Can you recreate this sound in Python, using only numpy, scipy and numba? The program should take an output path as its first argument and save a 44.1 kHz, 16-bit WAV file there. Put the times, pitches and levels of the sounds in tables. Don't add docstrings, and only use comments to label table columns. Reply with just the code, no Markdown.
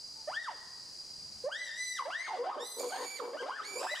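import sys
import numpy as np
from scipy import signal
from scipy.fft import rfft, irfft
from scipy.io import wavfile
from scipy.ndimage import uniform_filter1d
from numba import njit

SR = 44100
rng = np.random.default_rng(int(sys.argv[2]) if len(sys.argv) > 2 else 0)


def wrap_up_sound(samples):
    columns = np.atleast_2d(samples).T
    tamed = np.clip(columns, -1, 1)
    steps = np.round(tamed * 32767).astype(np.int16)
    wavfile.write(sys.argv[1], SR, steps)


N = 176400
TIME_S = np.arange(N) / SR
TOP_HZ = 15700


def undb(db):
    return 10 ** (np.asarray(db) / 20)


def unit_rms(x):
    return x / np.sqrt(np.mean(x ** 2))


def curve_gain(hz, curve):
    freq_hz, gain_db = np.array(curve).T
    return undb(np.interp(np.log(np.maximum(hz, 1)), np.log(freq_hz), gain_db))


def flutter(hz, size=N):
    freq_hz = np.arange(size // 2 + 1) * SR / size
    return unit_rms(irfft(rfft(rng.standard_normal(size)) / np.sqrt(1 + (freq_hz / hz) ** 4), size))


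def pan(x, db):
    return x * undb(np.array([np.atleast_1d(db), -np.atleast_1d(db)]) / 2)


def noise_bed(spectrum, width):
    colour = curve_gain(np.arange(N // 2 + 1) * SR / N, spectrum)
    mid, side = (unit_rms(irfft(rfft(rng.standard_normal(N)) * colour, N)) for _ in range(2))
    return mid + width * np.array([side, -side])


# freq_hz, gain_db
AIR_SPECTRUM = [(55, -6), (120, -0.5), (250, -3.5), (850, -5.5), (1400, -10.5), (4000, -15), (12000, -31)]

def forest_air(level_db=-64):
    return undb(level_db) * noise_bed(AIR_SPECTRUM, width=0.92) * undb(flutter(0.43))


# freq_hz, gain_db
RUMBLE_SPECTRUM = [(25, -23), (55, 1.5), (190, 6), (300, -9), (1500, -54)]
# start_s, level_db
RUMBLE_ENVELOPE = [(1.02, -89), (1.119, -68), (1.3, -65.5), (1.45, -67), (1.55, -99)]

def rumble():
    level_db = np.interp(TIME_S, *np.array(RUMBLE_ENVELOPE).T)
    return undb(level_db) * noise_bed(RUMBLE_SPECTRUM, width=0.2)


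# pitch_hz, level_db
INSECT_TONES = [(4748, -59.5), (4846, -54)]
# freq_hz, gain_db
CHORUS_SPECTRUM = [(2800, -66), (3650, -24), (3950, -4), (4400, 3), (5000, 1.5), (5170, 4.5), (5450, 1.5),
                   (5850, -2), (9500, -10.5), (11000, -20.5), (15500, -32)]

def insects(throb_hz=31, throb_depth=0.047, buzz_db=-52, chorus_db=-53):
    sine = lambda hz: np.sin(2 * np.pi * np.cumsum(hz) / SR)
    tones = sum(undb(db) * np.sqrt(2) * sine(hz + 5 * flutter(17.2)) for hz, db in INSECT_TONES)
    throb = 1 + throb_depth * sine(throb_hz * (1 + 0.061 * flutter(3.1)))
    buzz = noise_bed([(4500, -73), (4720, -12), (4830, 1), (4900, -1), (5000, -82)], width=0.47)
    song = (tones + undb(buzz_db) * buzz) * throb * undb(0.86 * flutter(9.7))
    chorus = undb(chorus_db) * noise_bed(CHORUS_SPECTRUM, width=0.08) * undb(0.5 * flutter(45))
    return song + chorus


def trees(x, branch_decay_s=0.017, trunk_t60_s=0.93, correlation=0.56):
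    t = np.arange(SR) / SR
    spectrum = [(200, 2.5), (600, -4.5), (1100, -1), (1900, 1.5), (4000, 5.5), (8000, -2), (15000, 8)]
    colour = curve_gain(np.arange(SR // 2 + 1), spectrum)
    unit_energy = lambda e: e / np.sqrt(np.sum(e ** 2))
    branches = undb(-4) * unit_energy(np.exp(-t / branch_decay_s) * (t > 0.003))
    trunks = undb(-9) * unit_energy(undb(-60 * t / trunk_t60_s) * np.minimum(t / 0.042, 1))
    mid, side = irfft(rfft(rng.standard_normal((2, SR)) * np.hypot(branches, trunks)) * colour, SR)
    echo = np.sqrt((1 + correlation) / 2) * mid + np.sqrt((1 - correlation) / 2) * np.array([side, -side])
    return x + signal.fftconvolve(x, echo, axes=1)[:, :N]


LEAP_S, LEAP_RATIO = 0.012, 1.75

def leaping_pitch(t, start_s, hz):
    i = np.clip(np.searchsorted(start_s, t) - 1, 0, len(start_s) - 2)
    stepped = np.where(t < (start_s[i] + start_s[i + 1]) / 2, hz[i], hz[i + 1])
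    leaps = np.abs(np.log(hz[i + 1] / hz[i])) > np.log(LEAP_RATIO)
    return uniform_filter1d(np.where(leaps, stepped, np.interp(t, start_s, hz)), int(LEAP_S * SR))


def voice(call, throat, rolloff_db_per_oct, jitter, jitter_hz, shimmer, shimmer_hz, rasp_db,
          overtone_pan_db, base_pan_db=(-1.85, 2.5), attack_s=0.0052, release_s=0.011):
    start_s, pitch_hz, *controls = np.array(call).T
    end_s = start_s[-1] + release_s
    first, last = int(start_s[0] * SR), min(N, int(end_s * SR))
    t, size = np.arange(first, last) / SR, last - first
    level_db, overtones_db, roughness = (np.interp(t, start_s, c) for c in controls)
    hz = leaping_pitch(t, start_s, pitch_hz) * (1 + 0.0038 * flutter(28.5, size))
    phase = 2 * np.pi * np.cumsum(hz * (1 + jitter * roughness * flutter(jitter_hz, size))) / SR
    fall_oct_per_s = np.clip(-np.gradient(np.interp(t, start_s, np.log2(pitch_hz)), t), 0, 10.5)
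    fall_oct_per_s = uniform_filter1d(fall_oct_per_s, int(LEAP_S * SR))
    slope_db_per_oct = rolloff_db_per_oct + 0.54 * overtones_db + 0.4 * fall_oct_per_s
    overtones = np.zeros(size)
    for k in range(2, 10):
        gain = curve_gain(k * hz, throat) * undb(slope_db_per_oct * np.log2(k / 2)) * (k * hz < TOP_HZ)
        overtones += gain * np.sin(k * phase + rng.uniform(0, 2 * np.pi))
    fundamental = pan(np.sin(phase), np.interp(hz, (700, 1700), base_pan_db))
    tone = fundamental + pan(overtones * undb(overtones_db), overtone_pan_db)
    tremble = shimmer * flutter(shimmer_hz, size)
    rasp = undb(rasp_db) * flutter(790, size)
    doubling = undb(-9.5) * np.sin(phase / 2)
    shake = (1 + roughness * (tremble + rasp + doubling)) * np.sqrt(2 / (1 + (roughness * shimmer) ** 2))
    gate = np.clip((t - t[0]) / attack_s, 0, 1) * np.clip((end_s - t) / release_s, 0, 1)
    out = np.zeros((2, N))
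    out[:, first:last] = tone * shake * gate * undb(level_db)
    return out


# freq_hz, gain_db
CRY_FORMANTS = [(500, 21), (1200, -5.5), (1900, 4.5), (2450, -4.5), (3200, 5), (4000, -7), (4900, 0.5),
                (6000, 3.5), (8000, 4), (10000, 1.5), (12000, -11), (14200, -19), (16000, -16)]
# start_s, pitch_hz, level_db, overtones_db, roughness
FAR_CONTOURS = [
    [(.15, 872, -74, -29, 0.4), (.2, 896, -62, -30, 0.27), (.23, 876, -67, -22, 0.36)],
    [(3.61, 426, -51.5, -20, 0.54), (3.68, 419.5, -52, -15, 0.34), (3.74, 367, -48.5, -14, 0.39)],
]

def far_calls():
    return sum(voice(call, CRY_FORMANTS, rolloff_db_per_oct=-19, jitter=0.087, jitter_hz=100,
                     shimmer=0.58, shimmer_hz=80, rasp_db=2.5, overtone_pan_db=3, base_pan_db=(3, 3))
               for call in FAR_CONTOURS)


# freq_hz, gain_db
SCREAM_FORMANTS = [(2000, -1), (3400, 3), (4050, -1), (4500, 0.5), (4720, -6), (5300, -1), (6100, -3.5),
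                   (7200, 0.5), (9500, -5.5), (11800, -15), (14000, -20.5), (16000, -45)]
# start_s, pitch_hz, level_db, overtones_db, roughness
SCREAM_CONTOURS = [
    [(2.565, 1348, -51.5, -22, 0.21), (2.605, 1761, -45, 2, 0.056), (2.665, 2036, -57, 15.5, .07),
     (2.783, 2006, -64.5, 20, 0.11), (2.797, 2348, -52.5, 14.5, 0.98), (2.835, 2254, -57.5, 14.5, 1),
     (2.89, 2312, -51.5, 10.5, 0.92), (2.935, 2194, -53, 10.5, 0.57), (3.01, 2247, -59.5, 13.5, 0.94),
     (3.07, 2305, -48, 8.5, 0.51), (3.16, 2311, -46, 6, 0.29), (3.196, 1778, -49, -4, 0.81),
     (3.202, 1050, -29, -34, 0.17)],
    [(3.615, 1436, -49, -14, 0.54), (3.65, 2160, -49, 3, 0.44), (3.68, 2295, -52, 7, 0.45),
     (3.74, 2347, -51, 7, 0.37), (3.785, 2334, -49, 8.5, 0.27), (3.8, 2642, -51, 7.5, .75),
     (4, 2480, -50.5, 6, 0.84)],
]

def screams():
    return sum(voice(call, SCREAM_FORMANTS, rolloff_db_per_oct=-7, jitter=0.043, jitter_hz=280,
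                     shimmer=0.5, shimmer_hz=120, rasp_db=-7.5,
                     overtone_pan_db=-2.5, base_pan_db=(-11, -11))
               for call in SCREAM_CONTOURS)


# freq_hz, gain_db
YELP_FORMANTS = [(500, 2), (1150, 1.5), (1500, -8.5), (2400, -11.5), (3200, 0.5), (4000, -10), (14000, -18)]
# start_s, pitch_hz, level_db, overtones_db, roughness
YELP_CONTOURS = [
    [(2.24, 2010, -37, -24, 0.22), (2.268, 1616, -42, -10, 0.38), (2.28, 977, -38.5, -4.5, 0.92),
     (2.31, 876.6, -31.5, -13, 0.39), (2.345, 810.4, -33, -11, 0.74), (2.378, 500, -39.5, -6, 0.43),
     (2.396, 491.8, -27.5, -18, 0.18), (2.424, 495, -26, -17, 0.1), (2.44, 556.3, -34, -5, 0.66),
     (2.477, 764, -27.5, -9, 0.51), (2.5, 891.5, -24.5, -13, 0.55), (2.523, 1272, -35, -17, 0.4),
     (2.543, 1087, -30, -15, 0.6), (2.565, 528.7, -32, -11, 0.66), (2.63, 486, -34, -6, 0.63)],
    [(2.765, 447, -38.5, -11, 0.55), (2.8, 487.6, -30, -18, 0.76), (2.838, 509.3, -28, -7, 0.657),
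     (2.875, 499.4, -29.5, -23, 0.494), (2.905, 580, -40, -2, 0.85), (2.928, 756, -31.5, -10, 0.594),
     (2.955, 900, -30.5, -7, 0.61), (2.985, 511.2, -34.5, -3.5, 0.85), (3.025, 493.4, -28.5, -7, 0.42),
     (3.055, 458, -43.5, 3.5, 1)],
    [(3.19, 494, -33.5, -20, 0.47), (3.24, 477.5, -35, -5, 0.73), (3.335, 505, -37.5, -13.5, 0.59)],
    [(3.4, 477.6, -35.5, -10, 0.37), (3.447, 487, -33.5, -12, 0.52), (3.475, 663, -38.5, -2, 0.85),
     (3.497, 857, -29, -14, 0.5), (3.523, 1439, -38.5, -9, 0.25), (3.555, 1696, -38, -21, 0.15),
     (3.583, 1612, -36.5, -26, 0.3), (3.604, 1087, -32.5, -15, 0.61), (3.62, 1555, -44, -11, 0.22)],
    [(3.752, 487.4, -35, -16, 0.57), (3.8, 471.2, -40.5, -7.5, 0.59), (3.835, 660, -33.5, -3, 0.99),
     (3.864, 933, -28.5, -17, 0.66), (3.879, 1641, -38.5, -17, 0.51), (3.905, 1913, -29.5, -3.5, 0.14),
     (3.932, 2012, -28, -0.5, 0.025), (3.958, 1847, -37, -2, 0.2), (3.982, 1056, -42, -24, 0.35)],
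]

def yelps(mouth_hz=1086, mouth_width_hz=39, mouth_db=-6.5):
    calls = sum(voice(call, YELP_FORMANTS, rolloff_db_per_oct=-9, jitter=0.16, jitter_hz=110,
                      shimmer=0.55, shimmer_hz=85, rasp_db=-14.5, overtone_pan_db=3.5)
                for call in YELP_CONTOURS)
    mouth = signal.iirpeak(mouth_hz, mouth_hz / mouth_width_hz, fs=SR)
    return calls + undb(mouth_db) * signal.lfilter(*mouth, calls)


# start_s, pitch_hz, level_db, overtones_db, roughness
CRY_CONTOURS = [
    [(.273, 600, -39, -9, 0.03), (.287, 600, -33.5, -13.5, 0.09), (.31, 958, -46, -15, 0.23),
     (.335, 1421, -40, -15, 0.12), (.355, 1668, -46.5, -4, 0.05), (.372, 1783, -33, -23, 0),
     (.405, 1944, -36, -17, 0), (.445, 1824, -45, -5.5, 0.25), (.467, 1379, -42.5, -26, 0.04),
     (.489, 935, -30.5, -16, 0.09), (.515, 691, -49.5, -6, 0.33), (.56, 415, -59, -5, 0.5)],
    [(1.437, 483, -36, -29, 0.08), (1.455, 526.5, -35.5, -17.5, 0.04), (1.484, 615.6, -27, -18, 0),
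     (1.5, 1100, -47, -24, 0.5), (1.524, 1541, -34.5, -7, 0.09), (1.58, 1958, -37, -9.5, 0.06),
     (1.62, 2008, -36, -8, 0.07), (1.655, 1946, -40, -4.5, 0), (1.674, 1883, -41.5, -5.5, .55),
     (1.71, 1758, -45, -8.5, 0.35), (1.8, 2017, -36, -3.5, 0.05), (1.88, 2008, -40.5, 1.5, 0.08),
     (1.96, 1937, -41, -2, 0.1), (1.982, 1592, -46, -5, 0.37), (1.997, 1109, -25.5, -25.5, 0.11),
     (2.016, 1001, -34.5, -15, 0.61), (2.05, 955, -36.5, -26, 0.42), (2.085, 790, -49, -26, 0.3)],
    [(2.052, 504, -37.5, -0.5, 0.03), (2.092, 701, -30, -20, 0.41), (2.113, 1312, -38, -6, 0.1),
     (2.155, 1805, -30.5, -18.5, 0), (2.2, 2014, -34, -7.5, 0.22), (2.24, 2136, -41.5, -6.5, 0.41),
     (2.29, 2119, -39.5, -8, 0.1)],
    [(2.918, 1452, -33, -12, 0.33), (2.955, 1670, -39.5, -22, 0.36), (3.045, 1870, -46, -4, 0.96)],
    [(3.33, 493.5, -42.5, 1.5, 0.08), (3.356, 648, -28, -17.5, 0.55), (3.382, 1462, -42, -8.5, 0.1),
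     (3.403, 1637, -35, -14, 0.04), (3.416, 1503, -49.5, -2, 0.07), (3.43, 1016, -34, -10, 0.5)],
    [(3.91, 566, -37.5, -22, 0.25), (3.938, 624.5, -29, -25, 0), (3.952, 1430, -40, 3, 0.1),
     (3.975, 1830, -33.5, -8.5, 0), (4, 2030, -37, -4, 0.2)],
]

def cries():
    return sum(voice(call, CRY_FORMANTS, rolloff_db_per_oct=-11, jitter=0.045, jitter_hz=145,
                     shimmer=1.0, shimmer_hz=135, rasp_db=-28, overtone_pan_db=0.5)
               for call in CRY_CONTOURS)


def scene(voice_low_hz=221):
    low_cut = signal.butter(4, voice_low_hz, "high", fs=SR, output="sos")
    bonobos = signal.sosfilt(low_cut, cries() + yelps() + screams() + far_calls())
    return trees(bonobos) + insects() + forest_air() + rumble()


@njit
def gain_reduction_db(excess_db, attack_s, recover_db_per_s):
    out, cut_db = np.empty(len(excess_db)), 0.
    for i in range(len(excess_db)):
        if excess_db[i] > cut_db:
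            cut_db += (excess_db[i] - cut_db) / (attack_s * SR)
        else:
            cut_db = max(cut_db - recover_db_per_s / SR, 0.)
        out[i] = cut_db
    return out


def record(dry, ceiling_db=-30.5):
    excess_db = 20 * np.log10(np.abs(dry).max(axis=0) + 1e-9) - ceiling_db
    limited = dry * undb(-gain_reduction_db(excess_db, attack_s=0.0022, recover_db_per_s=11))
    return signal.sosfilt(signal.ellip(10, 0.2, 80, TOP_HZ, fs=SR, output="sos"), limited)


dry = scene()
out = record(dry)
wrap_up_sound(out)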